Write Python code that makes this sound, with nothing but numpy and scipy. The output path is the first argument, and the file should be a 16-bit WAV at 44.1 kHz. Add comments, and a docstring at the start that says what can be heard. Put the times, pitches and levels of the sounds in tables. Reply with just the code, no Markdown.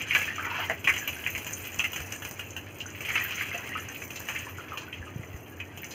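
"""Tap water slaps a wet tiled floor in slugs as someone rinses and wrings long hair in a small washing area.
Each impact excites a pocket of trapped air, thuds and throws spray; bubbles plop and gurgle as resonators.
Drops patter, fine spray ticks and the hair squelches; close hard walls return early reflections.
A low hum and a few soft bumps lie underneath; resonances of a phone's microphone port colour the treble."""
import sys
import numpy as np
from scipy import signal
from scipy.fft import rfft, irfft
from scipy.io import wavfile
from scipy.ndimage import uniform_filter1d

SR = 44100
rng = np.random.default_rng(int(sys.argv[2]) if len(sys.argv) > 2 else 0)


def store_pcm(level_fs):
    """Save levels as 16-bit WAV."""
    pcm = np.round(np.clip(level_fs, -1, 1) * 32767).astype(np.int16)
    wavfile.write(sys.argv[1], SR, np.atleast_2d(pcm).T)


N = 261954
TIME = np.arange(N) / SR
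AGE = np.arange(SR // 4) / SR  # seconds since an impact

# spectral envelope of fine spray: frequency_hz, gain_db
SPRAY_SPECTRUM = [(300, 1), (1000, -2.5), (3200, -10), (4500, 3), (6500, 3), (10000, -5), (15500, -6)]


def undb(db):
    """Amplitude ratio of a level in decibels."""
    return 10 ** (np.asarray(db) / 20)


def unit(x):
    """Normalisation to an rms of 1."""
    return x / np.sqrt(np.mean(x ** 2))


def peak(x, db, size=176):
    """Normalisation of the greatest short-time rms (4 ms) to a given level."""
    return x * undb(db) / np.sqrt(uniform_filter1d(x ** 2, size).max())


def add(out, start_s, x):
    """Superposition of x on out from a given time."""
    i = max(int(start_s * SR), 0)
    out[i:i + len(x)] += x[:len(out) - i]


def convolve(x, response):
    """Convolution with an impulse response, cut to the input's length."""
    return signal.fftconvolve(x, response)[:len(x)]


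def colour(x, spectrum, size=2048):
    """Minimum-phase filtering by an envelope of (frequency_hz, gain_db) points."""
    hz, db = np.transpose(spectrum)
    bins_hz = np.maximum(np.arange(size // 2 + 1) * SR / size, 1)
    gain = undb(np.interp(np.log(bins_hz), np.log(hz), db))
    cepstrum = irfft(np.log(gain))
    cepstrum[1:size // 2] *= 2  # folding the cepstrum makes the filter causal
    cepstrum[size // 2 + 1:] = 0
    return convolve(x, irfft(np.exp(rfft(cepstrum))))


def resonate(x, hz, width_hz):
    """Second-order resonance with unit gain at its centre."""
    return signal.lfilter(*signal.iirpeak(hz, hz / width_hz, fs=SR), x)


def walk(rate_hz):
    """Slow random modulation: smoothed Gaussian steps with an rms of 1."""
    hold = int(SR / rate_hz)
    steps = np.repeat(rng.standard_normal(N // hold + 2), hold)
    return unit(uniform_filter1d(steps, hold)[hold // 2:hold // 2 + N])


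def tiles(x, wet_db=0, first_s=.001, last_s=.019, count=22, t60_s=0.17):
    """Room response: direct sound, early reflections drawn anew for each spot, and a reverberant tail."""
    echoes = np.zeros(len(AGE))
    lag_s = first_s + rng.random(count) * (last_s - first_s)
    polarity = np.sign(rng.standard_normal(count))
    echoes[(lag_s * SR).astype(int)] = polarity / (lag_s + last_s / 2)  # longer paths are weaker
    build_up = 1 - np.exp(-AGE / 0.0045)
    tail = rng.standard_normal(len(AGE)) * np.exp(-np.log(1000) * AGE / t60_s) * build_up
    response = undb(-1.5) * echoes / np.linalg.norm(echoes) + undb(-1) * tail / np.linalg.norm(tail)
    return x + undb(wet_db) * convolve(x, response)


def drops(per_s, spread_db, size=N):
    """Poisson process of impacts whose levels follow a capped exponential distribution."""
    when, weight, sign = rng.random((3, size))
    weight = np.minimum(-np.log(1 - weight), 4)
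    return (when < per_s / SR) * undb(spread_db * weight) * np.sign(sign - .5)


def burst(break_s, scatter_db=-12):
    """Break-up on impact: one impulse, then an exponentially fading shower of droplets."""
    hits = undb(scatter_db) * drops(per_s=1500, spread_db=5.5, size=len(AGE))
    hits *= np.exp(-AGE / max(break_s, 1e-3))
    hits[0] += 1
    return hits


def damped_tone(hz, cycles, octaves_per_s):
    """Damped oscillation whose pitch glides by up to an octave, as in a bubble nearing the surface."""
    pitch_hz = hz * 2 ** np.clip(octaves_per_s * AGE, -1, 1)
    return np.sin(2 * np.pi * np.cumsum(pitch_hz) / SR) * np.exp(-AGE * hz / cycles)


def droplets(centre_hz, octaves, cycles, spread_db, count):
    """Bubble resonance: drops of random size each ring at their own pitch, on six spots of the floor."""
    spots = np.zeros((6, N))
    age = AGE[:SR // 40]
    centre_hz = np.broadcast_to(centre_hz, N)
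    for k, (when, pitch, weight) in enumerate(rng.random((count, 3))):
        hz = centre_hz[int(when * N)] * 2 ** (octaves * (pitch - .5))
        ring = np.sin(2 * np.pi * hz * age) * np.exp(-age * hz / cycles) * np.sqrt(hz)
        add(spots[k % len(spots)], when * N / SR, undb(spread_db * weight ** 3) * ring)  # few are loud
    return unit(sum(tiles(spot) for spot in spots))


def background():
    """Steady low noise and a hum under random frequency and amplitude modulation."""
    # spectral envelope of the rush: frequency_hz, gain_db
    rush_spectrum = [(20, -41), (45, -24), (70, -6.5), (95, 7), (130, -1.5), (190, -8.5), (280, -2.5),
                     (450, -7.5), (800, -14), (1500, -18), (3000, -29), (8000, -52)]
    rush = unit(colour(rng.standard_normal(N), rush_spectrum))
    hum_hz = 89.4 * (1 + 0.0505 * walk(rate_hz=14))
    hum = np.sin(2 * np.pi * np.cumsum(hum_hz) / SR) * undb(2.1 * walk(rate_hz=13))
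    return undb(-45) * rush + undb(-52.5) * unit(hum)


def bumps():
    """Heavy damping: dull low knocks die within a cycle or two."""
    # soft bumps: start_s, relative_level_db, pitch_hz
    knocks = [(0.851, -27.5, 93), (1.337, -33, 73), (1.779, -30, 91), (2.003, -25.5, 82), (4.997, -30, 70),
              (5.159, -20.5, 125), (5.194, -24, 106), (5.342, -25, 76.4)]
    out = np.zeros(N)
    for start_s, db, hz in knocks:
        knock = resonate(damped_tone(hz, cycles=0.95, octaves_per_s=-7), hz=2.4 * hz, width_hz=3 * hz)
        add(out, start_s, peak(knock, db - 6.5))
    return out


def squelches():
    """Band-limited crackle: water and air spit from between strands of hair under pressure."""
    # squeezes of the wet hair: start_s, relative_level_db
    squeezes = [(2.802, -41.5), (4.1587, -38), (4.7738, -42), (4.81, -47), (5.911, -40)]
    out = np.zeros(N)
    for start_s, db in squeezes:
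        crackle = resonate(tiles(burst(break_s=0.011)), hz=4170, width_hz=2800)
        add(out, start_s, peak(resonate(crackle, hz=4260, width_hz=2400), db + 11.5))
    return out


def patter(spectrum, per_s, spread_db, cluster_db, count=4):
    """Modulated shot noise: drops land in clusters on several spots of the floor."""
    spots = [tiles(drops(per_s, spread_db) * undb(cluster_db * walk(rate_hz=45))) for _ in range(count)]
    return unit(colour(sum(spots), spectrum))


def spray():
    """Atomised water: a far spatter, tiny resonating bubbles and near drops with less reverberation."""
    far = undb(3.5) * patter(SPRAY_SPECTRUM, per_s=90, spread_db=5, cluster_db=0.5)
    fizz = undb(4) * droplets(centre_hz=9540, octaves=1.46, cycles=8, spread_db=14.5, count=1400)
    near_hits = colour(drops(per_s=32, spread_db=4.5), SPRAY_SPECTRUM)
    near = undb(2) * unit(tiles(near_hits, wet_db=-2.5))
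    spurts = undb(2.1 * walk(rate_hz=110))  # the stream breaks up unevenly
    return (far + fizz) * spurts + near


def tick(db, hz):
    """Impulse excitation: a fast drop shatters on bare tile, and a tiny air pocket sets its pitch."""
    pocket = resonate(burst(break_s=0.0029, scatter_db=0), hz, width_hz=1300)
    crack = resonate(pocket, hz, width_hz=11000)
    return peak(tiles(crack, wet_db=-5), db)


def ticks(spray_db, count=20, centre_hz=6440, octaves=0.25, range_db=4):
    """Isolated impacts: hard drops at set times, and random ones whose level follows the spray."""
    # the hardest drops on bare tile: start_s, level_db, pitch_hz
    hard_drops = [(0.084, -35, 7040), (0.3591, -32, 6260), (0.9774, -29.5, 6390), (0.9992, -37, 6200),
                  (1.076, -30, 13700), (1.447, -32, 6900), (1.5312, -23.5, 6700), (1.7438, -31, 6330),
                  (1.7893, -24, 6040), (2.1232, -23.5, 5840), (2.1615, -33, 7300), (2.5063, -32, 6290),
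                  (2.8624, -33, 6300), (2.901, -36, 6050), (3.239, -28, 14100), (3.3568, -31, 6050),
                  (3.5776, -32, 6300), (3.7988, -35.5, 6150), (3.8865, -31.5, 6160), (4.3902, -32, 6350),
                  (5.818, -38, 14200), (5.8447, -28.5, 5900)]
    out = np.zeros(N)
    for start_s, db, hz in hard_drops:
        add(out, start_s, tick(db, hz))
    for when, pitch, weight in rng.random((count, 3)):
        db = spray_db[int(when * N)] + 11.5 + range_db * (weight - .5)
        hz = centre_hz * 2 ** (octaves * (pitch - .5))
        add(out, when * N / SR, tick(db, hz))
    return out


def gurgles(attack_s=0.075, release_s=0.026, octaves_per_s=-1.26):
    """Resonance falls with size: bubbles grow as a thick stream digs into the puddle, so the pitch sinks."""
    # streams churning the puddle: start_s, length_s, level_db, first_pitch_hz
    streams = [(0.38, 0.26, -36, 1470), (3.06, 0.27, -55, 1520), (3.53, 0.12, -44.5, 1220),
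               (4.6, 0.245, -53, 1460)]
    envelope = np.zeros(N)
    pitch_hz = np.full(N, float(streams[0][3]))
    for start_s, length_s, db, hz in streams:
        age = np.maximum(TIME - start_s, 0)
        attack = np.minimum(age / attack_s, 1)
        release = np.exp(-np.maximum(age - length_s, 0) / release_s)
        envelope += undb(db) * attack * release
        pitch_hz = np.where(age > 0, hz * 2 ** (octaves_per_s * np.minimum(age, length_s)), pitch_hz)
    return envelope * droplets(pitch_hz, octaves=1.17, cycles=15, spread_db=8.5, count=2400)


def plops():
    """Minnaert resonance: large bubbles ring briefly with a bending pitch; the puddle holds deeper ones."""
    # bubbles in the film on the floor: start_s, relative_level_db, pitch_hz, glide_octaves_per_s
    film_bubbles = [(0.279, -30, 1793, -3), (0.382, -30.5, 1265, 11), (0.396, -27.5, 1570, 4),
                    (0.453, -29, 1930, -4), (2.858, -36, 1502, -1), (3.249, -31.5, 1640, -4),
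                    (3.515, -30.5, 2090, 6), (3.754, -30, 1250, 9.5), (3.762, -37, 1464, 5),
                    (4.468, -40, 973, 22.5), (4.585, -33, 1426, -9.5), (4.72, -32, 1262, -6),
                    (4.735, -36.5, 1143, -13.5), (4.819, -41.5, 1060, -2), (4.88, -42, 1474, 3),
                    (5.027, -36.5, 1665, -2.5), (5.068, -44, 1260, -2.5)]
    # deep gulps in the puddle: start_s, relative_level_db, pitch_hz
    gulps = [(0.587, -32, 710), (0.697, -25, 682), (3.545, -31.5, 680)]
    out = np.zeros(N)
    for start_s, db, hz, glide in film_bubbles:
        start_hz = hz * 2 ** (-glide * 0.0016)  # the glide passes the listed pitch after 1.6 ms
        ring = damped_tone(start_hz, cycles=11.5, octaves_per_s=glide)
        add(out, start_s, peak(tiles(ring, wet_db=-2.5), db + 0.5))
    for start_s, db, hz in gulps:
        hits = burst(break_s=0.0085, scatter_db=-15)
        ring = convolve(hits, damped_tone(hz, cycles=3.1, octaves_per_s=6.8))
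        add(out, start_s, peak(tiles(ring), db - 2.5))
    return out


def falling_water(patter_db, spray_db):
    """Incoherent sum of drop impacts, ringing bubbles and spray, with levels that follow the flow."""
    # spectral envelope of the drop impacts: frequency_hz, gain_db
    impact_spectrum = [(300, -30), (800, -41), (1300, -6.5), (1900, -6), (2600, 5), (3300, 0.5),
                       (5000, -3.5), (9000, -31)]
    impacts = patter(impact_spectrum, per_s=140, spread_db=-1, cluster_db=5)
    rings = droplets(centre_hz=2215, octaves=1, cycles=9.9, spread_db=14, count=800)
    return undb(patter_db + 0.5) * impacts + undb(patter_db - 3) * rings + undb(spray_db - 0.5) * spray()


def slaps(typical_break_s=0.0045, typical_db=-28.5, db_per_doubling=12):
    """Liquid impact: each slug compresses a heavily damped air pocket, thuds and throws spray."""
    # slugs of water hitting the floor: start_s, pocket_db, pocket_hz, thud_db, spray_db
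    slugs = [(0.0136, -22, 2630, -46, -55), (0.1093, -15.5, 2330, -36, -42),
             (0.1501, -11.5, 2390, -20, -37), (0.216, -23, 2430, -34, -31.5),
             (0.698, -24.5, 1960, -23, -37), (0.8435, -24, 2760, -38, -29), (0.8737, -14, 2120, -23.5, -31),
             (0.8939, -18.5, 2180, -24, -36), (0.938, -24, 3040, -48, -30),
             (0.9652, -23.5, 2480, -36.5, -35.5), (1.0762, -21, 2660, -33, -27.5),
             (1.2405, -28, 2750, -55, -55), (1.264, -18, 2400, -46, -41), (1.3505, -24, 2300, -51, -32),
             (1.3815, -29, 2800, -49, -32), (1.467, -31, 2480, -39, -27.5),
             (1.7943, -15.5, 2630, -28.5, -31), (1.8021, -19, 2680, -38, -41),
             (1.8414, -21, 2370, -34, -29), (1.932, -26.5, 3060, -51, -31), (1.9608, -27, 2470, -49, -26.5),
             (2.0018, -36.5, 2510, -37.5, -32), (2.1216, -31.5, 2650, -40.5, -29.5),
             (2.2218, -32.5, 2970, -35.5, -34), (2.2505, -33, 2480, -37, -26.5),
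             (2.394, -28.5, 2680, -33, -32), (2.5652, -25.5, 2760, -34.5, -33),
             (2.8049, -26, 2980, -55, -37), (2.9495, -37, 2320, -54, -56), (3.0067, -30, 2390, -49, -31.5),
             (3.0503, -26.5, 2670, -49, -33.5), (3.105, -23.5, 1950, -55, -50),
             (3.1556, -19.5, 2370, -25, -46), (3.308, -27, 2730, -47, -32), (3.3802, -26.5, 2080, -50, -41),
             (3.4098, -22.5, 1910, -50, -48), (4.0198, -33.5, 2330, -37.5, -37),
             (4.1048, -32, 2780, -44, -32), (4.1584, -32, 2580, -46, -37), (4.2866, -28, 2500, -27, -30.5),
             (4.3593, -26.5, 2300, -50, -36), (4.7734, -26, 2700, -35, -36.5),
             (4.9277, -28.5, 2780, -61, -51), (5.2333, -40, 2100, -44, -47.5),
             (5.6016, -29, 2490, -49, -42), (5.7745, -35, 2900, -56, -33.5),
             (5.8327, -31.5, 2350, -60, -58)]
    out = np.zeros(N)
    for start_s, pocket_db, pocket_hz, thud_db, spray_db in slugs:
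        size_db = (pocket_db + spray_db) / 2  # a big slug takes longer to break up
        break_s = typical_break_s * 2 ** ((size_db - typical_db) / db_per_doubling)
        hits = tiles(burst(break_s, scatter_db=-11))
        pocket = resonate(resonate(hits, pocket_hz, width_hz=750), pocket_hz, width_hz=1500)
        thud = resonate(resonate(hits, hz=1690, width_hz=730), hz=1150, width_hz=8200)
        scatter = tiles(burst(1.13 * break_s, scatter_db=-7.5))  # the spray lasts a little longer
        mist = colour(scatter, SPRAY_SPECTRUM)
        add(out, start_s, peak(pocket, pocket_db) + peak(thud, thud_db) + peak(mist, spray_db))
    return out


def scene():
    """Superposition of the falling water, its single splashes and the low background."""
    # water reaching the floor as the hair holds it back or lets it go: time_s, patter_db, spray_db
    flow = [(0, -29.5, -38.5), (0.06, -39, -51), (0.16, -27.5, -40.5), (0.34, -36, -51.5),
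            (0.63, -32.5, -48), (0.78, -46.5, -50), (0.83, -45, -57), (0.92, -38, -44), (1.21, -41.5, -48),
            (1.65, -42, -45.5), (2.28, -43.5, -47), (2.5, -48, -54), (2.7, -51.5, -57.5),
            (2.97, -44.5, -55.5), (3.1, -31.5, -45), (3.4, -34.5, -44.5), (3.72, -38, -52),
            (4.08, -48, -48.5), (4.36, -36.5, -47), (4.65, -48.5, -56.5), (5.0, -48, -60.5),
            (5.3, -54, -58), (5.78, -51.5, -61.5), (5.94, -46.5, -47.5)]
    time_s, *levels_db = np.transpose(flow)
    patter_db, spray_db = (np.interp(TIME, time_s, db) for db in levels_db)  # relative levels
    water = falling_water(patter_db, spray_db) + gurgles() + slaps() + squelches() + plops()
    return (water + ticks(spray_db) + bumps() + background())[None]


def record(dry, low_cut_hz=42, high_cut_hz=15500, ceiling=0.67):
    """Cavity resonance in the microphone port colours the treble; soft clipping and band limits follow."""
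    # broad response of the port: frequency_hz, gain_db
    port_response = [(2000, -1), (2900, -4.5), (3250, -10), (3650, -30), (5500, -26), (6500, -19),
                     (7800, -22.5), (10000, -20.5), (12400, -19), (13500, -17), (14600, -9), (15500, -7.5)]
    # resonances of the port: centre_hz, width_hz, boost_db
    port_modes = [(4056, 250, 14.1), (5030, 215, 10.1), (6142, 306, 16.5), (7076, 344, 11.5),
                  (8260, 160, 7.7), (9200, 450, 9.4), (11490, 610, 9.5), (13630, 550, 16.4)]
    sound = colour(dry[0], port_response)
    for hz, width_hz, db in port_modes:
        sound = sound + (undb(db) - 1) * resonate(sound, hz, width_hz)
    sound = signal.sosfilt(signal.butter(2, low_cut_hz, "highpass", fs=SR, output="sos"), sound)
    sound = ceiling * np.tanh(sound / ceiling)
    return signal.sosfilt(signal.ellip(10, .2, 80, high_cut_hz, fs=SR, output="sos"), sound)[None]


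dry = scene()
out = record(dry)
store_pcm(out)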